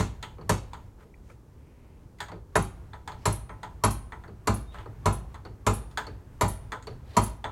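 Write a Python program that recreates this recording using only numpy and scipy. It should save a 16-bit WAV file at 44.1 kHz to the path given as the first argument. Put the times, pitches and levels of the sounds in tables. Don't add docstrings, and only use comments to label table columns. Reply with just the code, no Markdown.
import sys
import numpy as np
from scipy import signal
from scipy.fft import rfft, irfft
from scipy.io import wavfile

SR = 44100
rng = np.random.default_rng(int(sys.argv[2]) if len(sys.argv) > 2 else 0)


def digitize_waveform(pressure):
    field = np.atleast_2d(pressure).T
    bounded = np.clip(field, -1, 1)
    quanta = np.round(bounded * 32767).astype(np.int16)
    wavfile.write(sys.argv[1], SR, quanta)


N = 331191
TIME = np.arange(N) / SR
AGE = np.arange(SR) / SR
FREQS = np.arange(SR // 2 + 1) + 1e-3


def undb(db):
    return 10 ** (np.asarray(db) / 20)


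def add(track, s, sound):
    start = int(round(s * SR))
    a, b = max(start, 0), min(start + len(sound), N)
    track[a:b] += sound[a - start:b - start]


def along(hz, points_hz, values):
    return np.interp(np.log(hz), np.log(points_hz), values)


def bump(hz, centre_hz, width_hz, db):
    return db / (1 + (2 * (hz - centre_hz) / width_hz) ** 2)


def fade(fade_s):
    return undb(-60 * AGE / fade_s)


def swell(rise_s):
    return 1 - np.exp(-AGE / rise_s)


def pressed(extra_db, length_s):
    return undb(extra_db * np.exp(-(AGE / length_s) ** 2))


def ring(tones, detune):
    shifts = 1 + detune * rng.standard_normal(len(tones))
    return sum((-1) ** k * undb(db) * fade(fade_s) * np.sin(2 * np.pi * hz * shifts[k] * AGE)
               for k, (hz, db, fade_s) in enumerate(tones))


def steady_noise(colour):
    hz = np.arange(N // 2 + 1) * SR / N + 1e-3
    noise = irfft(rfft(rng.standard_normal(N)) * undb(along(hz, *np.transpose(colour))), N)
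    return noise / noise.std()


def grainy_noise(grain_db, grain_s=0.0016):
    strength = np.interp(AGE / grain_s, np.arange(SR), rng.standard_normal(SR))
    noise = rng.standard_normal(SR) * undb(grain_db * strength)
    return noise / noise.std()


def bead_depth(s, start_s=2.55, forming_s=1.27):
    return np.clip((s - start_s) / forming_s, 0, 1)


def beaded(tones, depth):
    return [(hz, db + (1 - depth) * shallow_db, fade_s) for hz, db, fade_s, shallow_db in tones]


# (frequency [Hz], level [dB])
AIR_COLOUR = [(13, -47), (22, -23), (64, 5), (87, -9.5), (432, -18), (672, -30.5), (988, -29.5),
              (2320, -61), (2820, -49), (6270, -47), (16000, -53)]
def room_air():
    return undb(-51) * steady_noise(AIR_COLOUR)


# (frequency [Hz], level [dB])
RUB_COLOUR = [(20, 3.5), (52, 2.5), (110, 5.5), (200, -14.5), (450, -22.5), (950, -22.5), (1800, -30),
              (4000, -42.5), (9000, -46), (16000, -50)]
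def rubbing(level_db=-46.5, waver_db=2, pause_s=0.94, resume_s=2.54, pause_db=-6, ease_s=0.051):
    waver = np.interp(TIME, np.linspace(0, TIME[-1], 90), rng.standard_normal(90))
    paused = (np.tanh((TIME - pause_s) / ease_s) - np.tanh((TIME - resume_s) / ease_s)) / 2
    return steady_noise(RUB_COLOUR) * undb(level_db + pause_db * paused + waver_db * waver)


# (frequency [Hz], level [dB])
SCRAPE_COLOUR = [(250, -9), (440, 12.5), (700, 6.5), (1400, -2.5), (1800, -0.5), (2400, -3.5),
                 (4500, -13.5), (7000, -16), (9000, -16), (16000, -24)]
# (middle time [s], length [s], level [dB], favoured pitch [Hz])
SCRAPES = [(0.985, 0.062, -57.5, 1330), (1.038, .09, -62, 448), (1.231, 0.12, -64.5, 6740),
           (1.295, 0.032, -55, 1370), (1.561, 0.49, -71, 2480), (3.177, 0.16, -60.5, 5200),
           (4.715, 0.13, -54.5, 3400), (7.069, 0.26, -54, 4200)]
def scrapes(grit_db=2):
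    out = np.zeros(N)
    for s, length_s, db, hz in SCRAPES:
        colour = along(FREQS, *np.transpose(SCRAPE_COLOUR)) + bump(FREQS, hz, 0.48 * hz, db=11)
        noise = irfft(rfft(rng.standard_normal(SR)) * undb(colour), SR)
        pressure = np.exp(-(2 * AGE / length_s - 2) ** 4)
        add(out, s - length_s / 2, undb(db) * noise / noise.std() * pressure)
    grit = np.interp(TIME, np.arange(2000) / 250, rng.standard_normal(2000))
    return out * undb(grit_db * grit)


def squeak(start_s=4.665, length_s=0.085, start_hz=3660, rise=0.133, level_db=-60.5):
    progress = np.clip((TIME - start_s) / length_s, 0, 1)
    wobble = 1 + 0.057 * rng.standard_normal(N)
    hz = start_hz * (1 + rise * progress ** 4) * wobble
    return undb(level_db) * np.sin(np.pi * progress) * np.sin(2 * np.pi * np.cumsum(hz) / SR)


def squeal(hz, peak_s, width_s, echo_db):
    band = irfft(rfft(rng.standard_normal(SR)) * np.exp(-((FREQS - hz) / 170) ** 2), SR)
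    slip = np.exp(-((AGE - peak_s) / width_s) ** 2)
    echo = undb(echo_db) * fade(0.27) * swell(peak_s)
    return band / band.std() * (slip + echo) * swell(0.001)


# (pitch [Hz], level [dB])
CHIRP_TONES = [(1950, -7), (2400, -1)]
# (time [s], level [dB])
CHIRPS = [(1.138, -55), (1.298, -58)]
def chirps():
    out = np.zeros(N)
    for s, db in CHIRPS:
        for hz, tone_db in CHIRP_TONES:
            add(out, s, undb(db + tone_db) * squeal(hz, peak_s=0.0052, width_s=0.0028, echo_db=-18))
    return out


# (frequency [Hz], fade time [s])
ROOM_ECHO = [(150, 0.6), (900, 0.56), (3000, 0.35), (7000, 0.29), (14000, 0.24)]
def contact(noise, bands, peaks, treble_db, rise_cycles, ripple_db=3.5):
    band_hz, band_db, _, _ = np.transpose(bands)
    colour = along(FREQS, band_hz, band_db) + treble_db / (1 + (2400 / FREQS) ** 4)
    colour += sum(bump(FREQS, *peak) for peak in peaks)
    colour += ripple_db * np.interp(FREQS / 75, np.arange(1000), rng.standard_normal(1000))
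    bass_cut = FREQS ** 2 / (FREQS ** 2 + (band_hz[0] / 2) ** 2)
    spectrum = rfft(noise) * undb(colour) * bass_cut
    out = 0
    for (hz, _, fade_s, echo_db), share in zip(bands, np.eye(len(bands))):
        band = irfft(spectrum * along(FREQS, band_hz, share), SR)
        echo = undb(echo_db) * fade(along(hz, *np.transpose(ROOM_ECHO)))
        out += band * np.hypot(fade(fade_s), echo) * swell(rise_cycles / hz)
    return out


# (pitch [Hz], level [dB], fade time [s], extra while the groove is shallow [dB])
BENCH_TONES = [(52.67, -25.5, 0.81, -3), (64.26, -33, 0.98, -6), (100.3, -15.5, 0.31, -2),
               (129.4, -29, 0.47, 0.5), (169.4, -19.5, 0.14, 5.5), (199, -25.5, 0.23, -2.5),
               (224.7, -29, 0.17, -1), (288.3, -36.5, 0.22, 4), (328.3, -29.5, .25, -3)]
def bench_thump(s, detune, rise_s):
    return ring(beaded(BENCH_TONES, bead_depth(s)), detune) * swell(rise_s)


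# (frequency [Hz], level [dB], fade time [s], echo [dB])
CLINK_BANDS = [(150, 12, 0.54, -21.5), (480, 9.5, 0.27, -33), (1010, 13, 0.1, -18), (2390, -6.5, 0.17, -21),
               (4360, -15.5, 0.05, -8.5), (8050, -18.5, 0.058, -16), (14500, -31, 0.034, -15)]
# (pitch [Hz], width [Hz], boost [dB])
CLINK_PEAKS = [(424, 99, 10.2), (1252, 39, 12), (4250, 510, 9.3)]
# (pitch [Hz], level [dB], fade time [s])
CLINK_TONES = [(3150, -32, 0.31), (3460, -34, 0.16), (4230, -17, .1), (4400, -7, .09), (4520, -7, 0.24),
               (4560, -7, .18)]
# (time [s], relative level [dB], treble [dB])
CLINKS = [(0.383, -50, -13), (.412, -55, 1), (2.317, -45.5, -2.5), (4.278, -52.5, -3.5), (4.858, -48.5, -9),
          (5.451, -47.5, 2), (6.0676, -47.5, 7), (6.8704, -44.5, 6.5)]
def clinks(thump_db=-16):
    out = np.zeros(N)
    for s, db, treble_db in CLINKS:
        noise = grainy_noise(grain_db=-0.5)
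        clink = contact(noise, CLINK_BANDS, CLINK_PEAKS, treble_db, rise_cycles=1.5, ripple_db=0.3)
        add(out, s, undb(db + 9) * clink)
        ringing = ring(CLINK_TONES, detune=0.003) * pressed(extra_db=17.5, length_s=0.0067)
        add(out, s, undb(db + 1.2 * treble_db - 11.5) * ringing)
        add(out, s + 0.0139, undb(thump_db) * bench_thump(s, detune=0.051, rise_s=0.04))
    return out


# (frequency [Hz], level [dB], fade time [s], echo [dB])
CLICK_BANDS = [(200, 2, 0.22, -7), (500, -1.5, 0.3, -8.5), (910, 6.5, 0.22, -23), (1905, 6, 0.13, -17),
               (2920, -5.5, 0.16, -7.5), (4070, 0, 0.07, -13.5), (5920, -12.5, 0.16, -8),
               (9540, -18.5, 0.089, -12.5), (15000, -27.5, .03, -1.5)]
# (pitch [Hz], width [Hz], boost [dB])
CLICK_PEAKS = [(872, 320, 4), (2590, 500, -4.5), (3190, 120, 2.5), (3480, 130, 6.5), (4420, 510, 2),
               (5400, 1100, -8.5), (6660, 180, 10), (7200, 880, 6), (8200, 360, 12)]
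# (pitch [Hz], level [dB], fade time [s])
KNOCK_TONES = [(431, -4, 0.24), (599, -7.5, 0.18), (865, -2.5, 0.31), (995, 0, 0.25), (1314, -3.5, 0.26),
               (1514, -18.5, 0.11), (1865, -9, 0.16), (1960, -10, .15), (3180, -31, .17),
               (3420, -18.5, 0.14), (4100, -27, 0.168), (6440, -23.5, .2), (8300, -19.5, 0.14)]
# (time [s], relative level [dB], treble [dB], favoured pitch [Hz])
CLICKS = [(.227, -36, 2.5, 3000), (0.733, -41, -0.5, 1050), (2.186, -57.5, 6, 2200),
          (2.204, -34.5, 5.5, 1690), (2.284, -43, -5, 990), (2.933, -40, -12.5, 3900),
          (3.076, -35.5, -0.5, 960), (3.119, -44.5, -4.5, 4200), (3.493, -35.5, -21, 2330),
          (3.631, -36, -3, 900), (4.121, -36.5, -13.5, 2350), (4.237, -46, -12, 1600),
          (4.744, -41, -10, 1620), (4.785, -41.5, -10, 2720), (5.343, -43.5, -3.5, 1040),
          (5.912, -58, 4, 5300), (5.9735, -28.5, 2.5, 1590), (6.72, -30, -4.5, 1440),
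          (6.825, -55.5, 6, 7200), (7.4416, -27, -13, 3530)]
def clicks(alike=0.4, thump_db=-11, thump_share=0.35):
    out, shared_noise = np.zeros(N), rng.standard_normal(SR)
    for s, db, treble_db, hz in CLICKS:
        peaks = CLICK_PEAKS + [(hz, 0.3 * hz, 8.5)]
        noise = np.sqrt(alike) * shared_noise + np.sqrt(1 - alike) * rng.standard_normal(SR)
        click = contact(noise, CLICK_BANDS, peaks, treble_db, rise_cycles=1, ripple_db=1.5)
        add(out, s, undb(db + 2) * click * pressed(extra_db=5.5, length_s=0.0022))
        knock = ring(KNOCK_TONES, detune=0.012) * swell(0.0046)
        add(out, s, undb(db - 7) * knock * pressed(extra_db=0.5, length_s=0.015))
        thump = bench_thump(s, detune=0.028, rise_s=0.027)
        add(out, s + 0.007, undb(thump_db + thump_share * db) * thump)
    return out


# (frequency [Hz], level [dB], fade time [s], echo [dB])
TINK_BANDS = [(2500, -68, 0.024, -6), (6000, -49, 0.042, -10), (10900, -44.5, 0.11, -11),
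              (14430, -58, .05, -8)]
# (pitch [Hz], width [Hz], boost [dB])
TINK_PEAKS = [(10575, 100, 16.5), (10660, 150, 9.3), (12200, 200, 4.4)]
def tink(scatter=0.0075):
    peaks = [(hz * (1 + scatter * rng.standard_normal()), width, db) for hz, width, db in TINK_PEAKS]
    return contact(grainy_noise(grain_db=3), TINK_BANDS, peaks, treble_db=2, rise_cycles=5.9)


# (pitch [Hz], level [dB], fade time [s])
PING_TONES = [(9383, -49, 0.45), (9230, -54, 0.3), (11260, -44, .17), (11400, -49, 0.2)]
def ping(landing_db, ring_db):
    return undb(landing_db) * tink() + undb(ring_db) * ring(PING_TONES, detune=0.00013) * swell(0.016)


# (frequency [Hz], level [dB], fade time [s], echo [dB])
BITE_BANDS = [(146, -1, 0.25, -15), (398, -16, 0.26, -12.5), (1020, -11.5, 0.22, -15),
              (1600, -23.5, 0.21, -10.5), (2550, -28, 0.14, -6.5), (5000, -33, 0.081, -11),
              (7200, -29.5, 0.12, -6), (10800, -34.5, 0.072, -11), (14940, -52, 0.0554, -4.5)]
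# (pitch [Hz], width [Hz], boost [dB])
BITE_PEAKS = [(3160, 77, 5.5), (3760, 180, 3.5), (4380, 670, 7.5), (5473, 58, 7), (5600, 40, -2.5),
              (6260, 100, 6), (6960, 150, 4), (8370, 65, -5.5), (9180, 94, 7), (11540, 150, 11)]
# (pitch [Hz], level [dB], fade time [s], extra while the groove is shallow [dB])
TOOL_TONES = [(380.3, -29.5, 0.38, -1.5), (430.5, -21, 0.16, 1.5), (508, -37, 0.15, 3.5),
              (558, -34.5, .17, -3.5), (616, -19, 0.071, 3), (690, -39.5, 0.24, -10),
              (806, -33.5, 0.4, -1.5), (827, -32.5, 0.38, -7.5), (857, -28.5, 0.07, 9),
              (971, -22.5, .19, -4), (1008, -27, .15, 0), (1050, -20.5, .19, -3), (1135, -24, .13, -5),
              (1205, -27, .13, -6), (1245, -25, .16, -7), (1290, -31, .14, 0), (1337, -29, .17, 1),
              (1440, -35.5, .15, 5.5), (1592, -40, 0.071, 18.5), (1762, -35.5, 0.051, 18.5),
              (1920, -45.5, .15, 15), (2120, -31, 0.11, -1), (2054, -37, .17, -4), (2250, -32, 0.095, -9),
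              (2820, -44.5, .2, 3)]
# (time [s], relative level [dB], treble level [dB], high squeal [dB],
# low squeal [dB], loose part's landing [dB], loose part's ring [dB])
BITES = [(-.016, -6.5, 0, -68, -45, -19, -35), (0.4933, -5.5, 1, -70, -42, -21, -35),
         (2.5547, -1, -1, -29, -37, 3.5, -6), (3.2551, -6, 1, -31.5, -32, 9, 3),
         (3.8372, -4.5, 0.5, -27, -32.5, 10.5, 4.5), (4.4725, -5.5, -3, -60, -29.5, 7.5, -7),
         (5.0571, -5, -4, -43.5, -31.5, 8, -10), (5.6656, -4, -0.5, -46, -31, 9, 3),
         (6.4101, -5, -1.5, -41, -25, 13, 3), (7.167, -3.5, -1, -36, -23.5, 13.5, -10.5)]
def bites(alike=0.47, thump_db=-1.5, thump_lag_s=0.00817, fall_s=0.069, graze_s=7.2146, graze_db=2):
    out, shared_noise = np.zeros(N), rng.standard_normal(SR)
    for s, db, treble_db, high_db, low_db, _, _ in BITES:
        depth = bead_depth(s)
        noise = np.sqrt(alike) * shared_noise + np.sqrt(1 - alike) * grainy_noise(grain_db=2)
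        peaks = BITE_PEAKS + [(1130, 710, 3.9 * depth)]
        crack = contact(noise, BITE_BANDS, peaks, treble_db - db, rise_cycles=1)
        add(out, s, undb(db + 6) * crack)
        ringing = ring(beaded(TOOL_TONES, depth), detune=0.008) * swell(0.0029)
        add(out, s, undb(db - 3) * ringing * pressed(extra_db=5.5, length_s=0.09))
        add(out, s + thump_lag_s, undb(thump_db) * bench_thump(s, detune=0.02, rise_s=0.0081))
        add(out, s, undb(high_db) * squeal(hz=10960, peak_s=0.013, width_s=0.0062, echo_db=-16))
        add(out, s, undb(low_db) * squeal(hz=7330, peak_s=0.0045, width_s=0.0028, echo_db=-22.5))
    for s, *_, landing_db, ring_db in BITES:
        add(out, s + fall_s, ping(landing_db, ring_db))
    add(out, graze_s, undb(graze_db) * tink())
    return out


def scene():
    return (bites() + clicks() + clinks() + chirps() + scrapes() + squeak() + rubbing() + room_air())[None]


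def record(dry):
    hz = np.arange(N // 2 + 1) * SR / N
    dipped = irfft(rfft(dry) * undb(bump(hz, centre_hz=1133, width_hz=33.7, db=-4.5)), N)
    rumble_cut = signal.butter(2, 30, "high", fs=SR, output="sos")
    treble_cut = signal.ellip(8, 0.2, 70, 15900, fs=SR, output="sos")
    return signal.sosfilt(treble_cut, signal.sosfilt(rumble_cut, dipped))


dry = scene()
out = record(dry)
digitize_waveform(out)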